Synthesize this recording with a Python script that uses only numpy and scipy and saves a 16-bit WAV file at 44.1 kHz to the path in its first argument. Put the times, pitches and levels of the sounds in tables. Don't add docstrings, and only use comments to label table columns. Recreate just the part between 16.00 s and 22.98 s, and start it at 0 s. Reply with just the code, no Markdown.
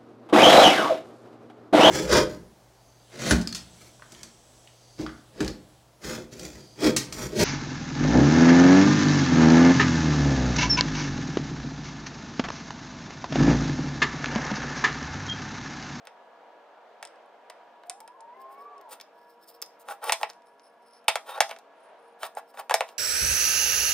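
import sys
import numpy as np
from scipy import signal
from scipy.fft import rfft, irfft, next_fast_len
from scipy.io import wavfile

SR = 44100
rng = np.random.default_rng(int(sys.argv[2]) if len(sys.argv) > 2 else 0)


def dump_mix(stems):
    frames = np.atleast_2d(stems).T
    limited = np.clip(frames, -1, 1)
    pcm = np.round(limited * 32767).astype(np.int16)
    wavfile.write(sys.argv[1], SR, pcm)


N = 307818

# frequency in Hz, relative spectral density in dB.
MACHINE_SPECTRUM = [(76, -75), (130, -59.5), (227, -26.5), (351, -12.5), (464, -5.5), (637, 1.5),
                    (690, 1.5), (911, -3), (967, -7.5), (1180, -8.5), (1720, -12.5), (1980, -16.5),
                    (2510, -19.5), (3380, -22.5), (15000, -55.5)]
# frequency in Hz, left-right correlation.
COHERENCE = [(60, 0.84), (180, 0.47), (550, 0.9), (1650, 0.8), (4970, 0.12), (15000, -0.59)]
# frequency in Hz, level in dB.
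HUM_LINES = [(190, -87), (237, -79), (281, -79), (329, -77), (421, -76), (469, -67), (668, -67), (959, -63),
             (1104, -76), (1377, -77), (1690, -72)]
IMPACT_HZ = [800, 2500, 6000, 9000, 13000]
# start in seconds, level at 6 kHz in dB, then thud (800 Hz),
# ring (9 kHz) and snap (13 kHz) in dB relative to it.
SQUARE_TICKS = [(0.053, -59, 14, -3, 15), (0.0711, -40.5, 7, -9, -20), (1.051, -36, 0.5, 0.5, -18),
                (1.0727, -42, -10, -10, -25), (1.158, -55, -15, -19, -20), (1.26, -71, -15, 4, 0),
                (1.499, -42, 10, 3, -4), (1.835, -59.5, 16.5, -13, -12), (1.8971, -29, 2, 11, -19),
                (2.0038, -43, 0, 2.5, 4), (2.0768, -49, 9.5, 8.5, -9), (2.2062, -52.5, 0, 10.5, -40),
                (2.7804, -53, -4, -8, -19), (2.812, -55, 2, -4, 5), (3.0114, -31.5, -10, -22, -2),
                (3.487, -52, -4, -13, -8), (3.6175, -28.5, -14.5, -4.5, 2), (3.6237, -23.5, -9.5, -22, 2),
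                (3.6612, -42.5, -12, -10, -8), (4.0415, -40.5, 0, 6, 16), (4.294, -47, 8, -6, -18),
                (4.3, -31.5, -12, -29, -25), (4.333, -53.5, 5.5, 0, -17), (4.4204, -60, 2, -12, -18),
                (4.47, -61.5, 2, -12.5, -6), (4.5962, -50, -3, -24, -22), (5.0426, -63.5, 8.5, 3, 4),
                (5.5626, -43.5, 6, -13, -14), (5.5871, -41.5, -5, -9, -4), (6.3511, -55, -6, 9, 2),
                (6.512, -66, -10, 1, 17), (6.883, -63, -12, 4, 14), (6.905, -69, -10, -2, 12)]
# frequency in Hz, level in dB, 60 dB decay time in seconds.
STEEL_MODES = [(2070, -4, .012), (2600, -4, .01), (3600, -3, .015), (5050, 1, .012), (5400, 0, .01),
               (7200, -4, .008), (8600, 2, .012), (9450, 1, .012), (9850, -2, .01), (13300, -4, .006),
               (14600, -4, .006)]
# start in seconds,
# level at 800 Hz in dB, then middle (2.5 kHz) and treble in dB relative to it.
BOARD_KNOCKS = [(1.027, -32.5, 0.5, -2), (3, -46.5, 7, 0), (3.886, -24.5, -19, -24),
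                (4.095, -12.5, -3.5, -14), (4.122, -14.5, 4.5, 7), (4.212, -28, -25, -14),
                (4.231, -15, -7, -13.5), (5.082, -9.5, 2.5, 2.5), (5.156, -13.5, -4.5, -8),
                (5.376, -24, -27.5, -26.5), (5.405, -7, 0, 0), (5.493, -29, -7.5, -10.5),
                (5.511, -21, -3.5, -31), (6.231, -16, -14.5, -27.5), (6.37, -23.5, -22.5, -29),
                (6.541, -40, -21, -21), (6.573, -34, -7.5, -22), (6.597, -25, -16, -26),
                (6.61, -34, -10.5, -20), (6.696, -17.5, -7, -11), (6.709, -11.5, -6.5, -17),
                (6.717, -22, -13, -14), (6.741, -6, -13, -1.5), (6.807, -8.5, -11.5, -18.5),
                (6.889, -38.5, -4, -2)]
KNOCK_TREBLE_DB = [0.5, 1, -7]
# frequency in Hz, level in dB, 60 dB decay time in seconds.
WOOD_MODES = [(503.6, -13, 0.01), (665, -4, 0.09), (829, 7, 0.033), (913, -1.5, 0.037), (1122, -5.5, 0.026),
              (1347, -1, 0.013), (1836, -0.5, 0.024), (2300, -2, 0.013), (2660, -2.5, 0.0078),
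              (3090, -2.5, .02), (3433, -6.5, .02), (3693, -3, 0.012)]
# time in seconds, shaft speed in Hz, whine level in dB.
FIRST_RUN = [(1.84, 84.3, -47), (1.886, 88.8, -38.5), (1.94, 98, -52.5), (2.0, 105.9, -42.5),
             (2.136, 129.2, -53.5), (2.19, 132.4, -49)]
SECOND_RUN = [(2.17, 109.7, -49.5), (2.22, 114.2, -40.5), (2.302, 119.3, -45.5), (2.374, 131.3, -39.5),
              (2.434, 131.9, -45.5), (2.5, 134.2, -41.5), (2.698, 146.5, -50), (2.8, 137, -46),
              (2.844, 124.4, -52), (2.91, 100, -51)]
# order, dB relative to order 8 at full speed, dB lost per Hz slower.
SHAFT_HARMONICS = [(3, 7, 1), (5, -2.5, 0.24), (6, -13.5, 0), (13, -27, 0.5), (16, -28.5, 0)]
# peak time, rise and fall in seconds, then levels in dB of the
# high song (9.8 kHz), low song (5.3 kHz) and rustle.
SQUARE_SLIDES = [(1.872, 0.015, 0.015, -76, -75, -64), (2.42, 0.071, .04, -93, -72.5, -71.5),
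                 (2.52, 0.044, 0.06, -94, -76.5, -71), (2.61, 0.032, 0.063, -81, -68.5, -71.5),
                 (3.17, 0.056, .1, -91, -77, -82), (3.31, 0.12, 0.083, -93, -72, -75.5),
                 (3.43, .05, 0.087, -95, -68, -70.5), (3.49, 0.033, 0.033, -89, -66, -61.5),
                 (3.55, .06, 0.037, -88, -62, -66), (3.74, 0.034, 0.037, -84, -68, -79),
                 (3.806, .02, 0.037, -90, -76, -61), (4.088, 0.04, 0.023, -44, -41, -56),
                 (4.35, .02, 0.036, -74, -82, -90), (4.48, .06, .1, -75, -75, -84.5),
                 (4.66, .1, 0.073, -71, -70.5, -91), (4.726, .01, .03, -89, -85, -83.5),
                 (4.87, 0.14, 0.07, -76, -73.5, -85), (4.95, 0.071, .1, -70, -66, -88.5),
                 (5.84, 0.12, 0.11, -70, -83.5, -91), (6.065, 0.11, .09, -70.5, -78, -88),
                 (6.5, 0.044, .03, -74, -68.5, -72), (6.915, 0.029, 0.034, -78.5, -66.5, -69.5)]
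# peak time, rise and fall in seconds, then rumble, rasp and hiss in dB.
BOARD_DRAGS = [(2.928, 0.039, 0.04, -39, -46, -44), (3.91, 0.047, 0.047, -30.5, -49.5, -42),
               (4.04, 0.028, 0.068, -28, -43, -46), (4.09, 0.046, 0.04, -26.5, -38, -37),
               (4.222, .04, 0.018, -36.5, -50.5, -50), (4.3, 0.028, .025, -59.5, -47, -57.5),
               (5.3, .055, 0.074, -32.5, -43, -46.5), (5.35, .04, .05, -33, -50, -52),
               (5.384, .025, 0.017, -31.5, -63.5, -57), (5.505, .035, 0.047, -39, -43.5, -52),
               (6.245, .045, 0.045, -29.5, -37.5, -39.5), (6.378, 0.023, 0.033, -33, -53, -44.5),
               (6.545, .015, 0.03, -44.5, -62, -61.5), (6.595, 0.032, 0.027, -30.5, -47, -43),
               (6.885, 0.025, 0.035, -55, -51.5, -60)]
# frequency in Hz, relative spectral density in dB.
CONTACT_SPECTRUM = [(240, -47), (400, -16.5), (777, 10), (1930, -31.5), (3750, -15.5), (4310, -24.5),
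                    (5960, -14), (9610, -6), (16000, -33.5)]
# high song, low song and rustle in dB relative to the drag's hiss column.
SHAKEN_DB = [-13, -16, -8.5]
# peak time, rise and fall in seconds, level in dB.
WOOD_SQUEAKS = [(3.917, .03, .03, -52.5), (5.312, .03, .05, -48.5), (5.35, .05, 0.043, -51.5)]
# frequency in Hz, 60 dB decay time in seconds, energy in dB, side re mid in dB.
ROOM_DECAY = [(300, 0.74, -33.5, -2.5), (780, 0.17, -14, -13.5), (2570, 0.13, -11.5, -7.5),
              (5800, 0.27, -25, 6.5), (14000, 0.28, -24, 0.5)]
# frequency in Hz, lead of the left in radians.
PORT_LEAD = [(0, 0), (3530, 0.47), (5860, 1.48), (7920, 1.08), (11200, 1.3), (11700, -2.5), (13900, 1.8),
             (16500, 1)]
# frequency in Hz, gain in dB.
MIC_RESPONSE = [(150, -39), (300, -27.5), (500, -7), (3600, -0.5), (4300, -2.5), (5200, -0.5), (7900, -2.5),
                (8700, 1), (9200, 3), (9700, 0), (11000, -5), (13300, -3), (14700, -5), (15300, -1.5),
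                (16500, -14.5)]

FULL_SPEED_HZ, CUTOFF_HZ = 146, 16900
MACHINES_DB, SWAY_DB, HISS_DB = -56, -2, -85


def amp(db):
    return 10 ** (np.asarray(db) / 20)


def rms_one(x):
    return x / np.sqrt(np.mean(x ** 2) + 1e-20)


def at_hz(points, hz, column=1):
    points = np.array(points)
    return np.interp(np.log(hz), np.log(points[:, 0]), points[:, column])


def drift(rate_hz):
    r = np.exp(-80 * np.pi * rate_hz / SR)
    slow = signal.lfilter([1], [1, -2 * r, r * r], rng.standard_normal(N // 40 + 2002))[2000:]
    return np.interp(np.arange(N) / 40, np.arange(len(slow)), rms_one(slow))


def ring(x, hz, t60):
    r, w = amp(-60 / (t60 * SR)), 2 * np.pi * hz / SR
    return signal.lfilter([0, np.sin(w)], [1, -2 * r * np.cos(w), r * r], x + 1e-18)


def bands(x, low_hz=100):
    edges = 50 * 2 ** np.arange(0, 8.6, .5)
    edges = edges[edges >= low_hz]
    for k, (low, high) in enumerate(zip(edges, edges[1:])):
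        sos = signal.butter(2, [low, high], "band", fs=SR, output="sos")
        yield np.sqrt(low * high), (-1) ** k * signal.sosfilt(sos, x)


def far_machines():
    noise, common_drift, size = 0, drift(1.8), next_fast_len(N)
    colour = amp(at_hz(MACHINE_SPECTRUM, np.linspace(1, SR / 2, size // 2 + 1)))
    white = rng.standard_normal((2, size))
    for hz, (mid, side) in bands(irfft(rfft(white) * colour, size)[:, :N]):
        alike = np.clip(at_hz(COHERENCE, hz), -.5, 1)
        gain = amp(.6 * common_drift + .7 * drift(10))
        noise += gain * (np.sqrt(1 + alike) * mid + np.sqrt(1 - alike) * side * [[1], [-1]])
    hum = sum(amp(db) * rms_one(ring(white[k % 2, :N], hz, t60=.6))
              for k, (hz, db) in enumerate(HUM_LINES))
    hum = signal.sosfilt(signal.butter(4, 170, "high", fs=SR, output="sos"), hum)
    hiss = signal.sosfilt(signal.butter(3, [6000, 14500], "band", fs=SR, output="sos"), white[:, :N])
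    return amp(MACHINES_DB + SWAY_DB * drift(.6)) * rms_one(noise) + hum + amp(HISS_DB) * rms_one(hiss)


def impacts(times, band_db, modes, ring_db, snap_db, crack_db, crack_t60):
    starts, out = np.round(times * SR).astype(int), np.zeros(N)
    scatter_db = 3.5 * rng.standard_normal((len(starts), len(modes)))
    lag = lambda hz: int(1.2 * SR / hz)
    colour = lambda hz: np.array([np.interp(np.log(hz), np.log(IMPACT_HZ), row) for row in band_db])
    for k, (hz, mode_db, t60) in enumerate(modes):
        clicks = np.zeros(N)
        clicks[starts + lag(hz)] = amp(colour(hz) + mode_db + ring_db + scatter_db[:, k]) * (-1) ** k
        out += ring(clicks, hz, t60)
    for hz, noise in bands(rng.standard_normal(N), low_hz=390):
        clicks = np.full(N, 1e-18)
        clicks[starts + lag(hz)] = amp(colour(hz))
        decay = lambda t60: signal.lfilter([1], [1, -amp(-60 / (t60 * SR))], clicks)
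        snap = amp(snap_db) * decay(0.0023 + 1.5 / hz)
        crack = amp(crack_db) * decay(crack_t60 * (1000 / hz) ** 0.18)
        out += (snap + crack) * rms_one(noise)
    return out


def square_ticks():
    times, db, thud, high, top = np.transpose(SQUARE_TICKS)
    middle = thud - 6.5
    band_db = db[:, None] + np.c_[thud, middle, np.zeros_like(db), high, top]
    return impacts(times, band_db, STEEL_MODES, ring_db=-7.5, snap_db=-10, crack_db=-12.5, crack_t60=.045)


def board_knocks():
    times, db, middle, treble = np.transpose(BOARD_KNOCKS)
    band_db = db[:, None] + np.c_[np.zeros_like(db), middle, treble[:, None] + KNOCK_TREBLE_DB]
    return impacts(times, band_db, WOOD_MODES, ring_db=-7.5, snap_db=-6, crack_db=-17.5, crack_t60=.078)


def in_time(rows, outside=-150.):
    times, *columns = np.transpose(rows)
    return [np.interp(np.arange(N) / SR, times, column, outside, outside) for column in columns]


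def motor():
    def harmonic(shaft_hz, level_db, order):
        gain = signal.lfilter([.002], [1, -.998], amp(level_db + 5.5 * drift(35)))
        turns = np.cumsum(np.maximum(shaft_hz, 0) * (1 + 0.00733 * drift(42))) / SR
        return gain * np.sin(2 * np.pi * order * turns)
    first = harmonic(*in_time(FIRST_RUN), order=8)
    hz, whine_db = in_time(SECOND_RUN)
    second = harmonic(hz, whine_db, order=8)
    for order, db, loss in SHAFT_HARMONICS:
        second += harmonic(hz, whine_db + db - loss * (FULL_SPEED_HZ - hz), order)
    return first + second


def strokes(rows, fade_db=26.5, arch_power=1.52):
    t, out = np.arange(N) / SR, np.zeros((len(rows[0]) - 3, N))
    for peak, rise, fall, *levels in rows:
        span = slice(int((peak - 1.6 * rise) * SR), int((peak + 1.6 * fall) * SR))
        away = np.where(t[span] < peak, (peak - t[span]) / rise, (t[span] - peak) / fall)
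        out[:, span] += amp(np.array(levels)[:, None] - fade_db * away ** arch_power)
    return out


def grit(per_s, spread_db):
    sizes = amp(spread_db * np.minimum(rng.exponential(1, N), 4)) * rng.choice([-1, 1], N)
    return rms_one(sizes * (rng.random(N) < per_s / SR))


def square_slides(friction):
    shaken = strokes(BOARD_DRAGS)[2] * amp(SHAKEN_DB)[:, None]
    high_song, low_song, rustle = (strokes(SQUARE_SLIDES) + shaken) * amp(3.5 * drift(40))
    mode = lambda hz, t60: rms_one(ring(friction, hz, t60))
    song = low_song * mode(5300, .007) + high_song * (mode(9800, .009) + amp(-16) * mode(8700, .008))
    hiss = signal.sosfilt(signal.butter(2, [3500, 15500], "band", fs=SR, output="sos"), friction)
    return song + rustle * (rms_one(hiss) + amp(3) * mode(14400, .003))


def board_drags():
    rumble, rasp, hiss = strokes(BOARD_DRAGS) * amp(1.8 * drift(72))
    friction = grit(per_s=12000, spread_db=2.0)
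    envelope = lambda hz: rumble if hz < 1500 else rasp if hz < 4500 else hiss * amp(5.5)
    modal = sum(amp(db) * rms_one(ring(friction, hz, t60)) * envelope(hz) for hz, db, t60 in WOOD_MODES)
    broad = sum(amp(at_hz(CONTACT_SPECTRUM, hz)) * band * envelope(hz)
                for hz, band in bands(friction, low_hz=390))
    return amp(-9.5) * modal + amp(0.5) * broad


def wood_squeaks(friction):
    return strokes(WOOD_SQUEAKS)[0] * rms_one(ring(friction, hz=3720, t60=0.061))


def through_room(x, wet_db):
    t, tail = np.arange(SR // 2) / SR, 0
    for hz, (mid, side) in bands(rng.standard_normal((2, len(t)))):
        t60, energy_db, side_db = (at_hz(ROOM_DECAY, hz, column=k) for k in (1, 2, 3))
        decay = amp(energy_db + wet_db - 60 * t / t60) / np.sqrt(SR * t60 / 14)
        tail += decay * (mid + amp(side_db) * side * [[1], [-1]])
    tail *= np.clip(t / 0.0062, 0, 1)
    size = next_fast_len(N + len(t))
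    hz = np.linspace(1, SR / 2, size // 2 + 1)
    direct = np.exp(.5j * at_hz(PORT_LEAD, hz) * [[1], [-1]])
    response = amp(at_hz(MIC_RESPONSE, hz)) * (direct + rfft(tail, size))
    return irfft(rfft(x, size) * response, size)[:, :N]


def scene():
    bench = board_knocks() + square_ticks() + board_drags()
    friction = grit(per_s=6000, spread_db=3.5)
    bench += square_slides(friction) + wood_squeaks(friction)
    return through_room(bench, wet_db=3) + through_room(motor(), wet_db=11) + far_machines()


def record(dry):
    rounded = .6 * np.tanh(dry / .6)
    return signal.sosfilt(signal.cheby2(12, 70, CUTOFF_HZ, fs=SR, output="sos"), rounded)


dry = scene()
out = record(dry)
dump_mix(out)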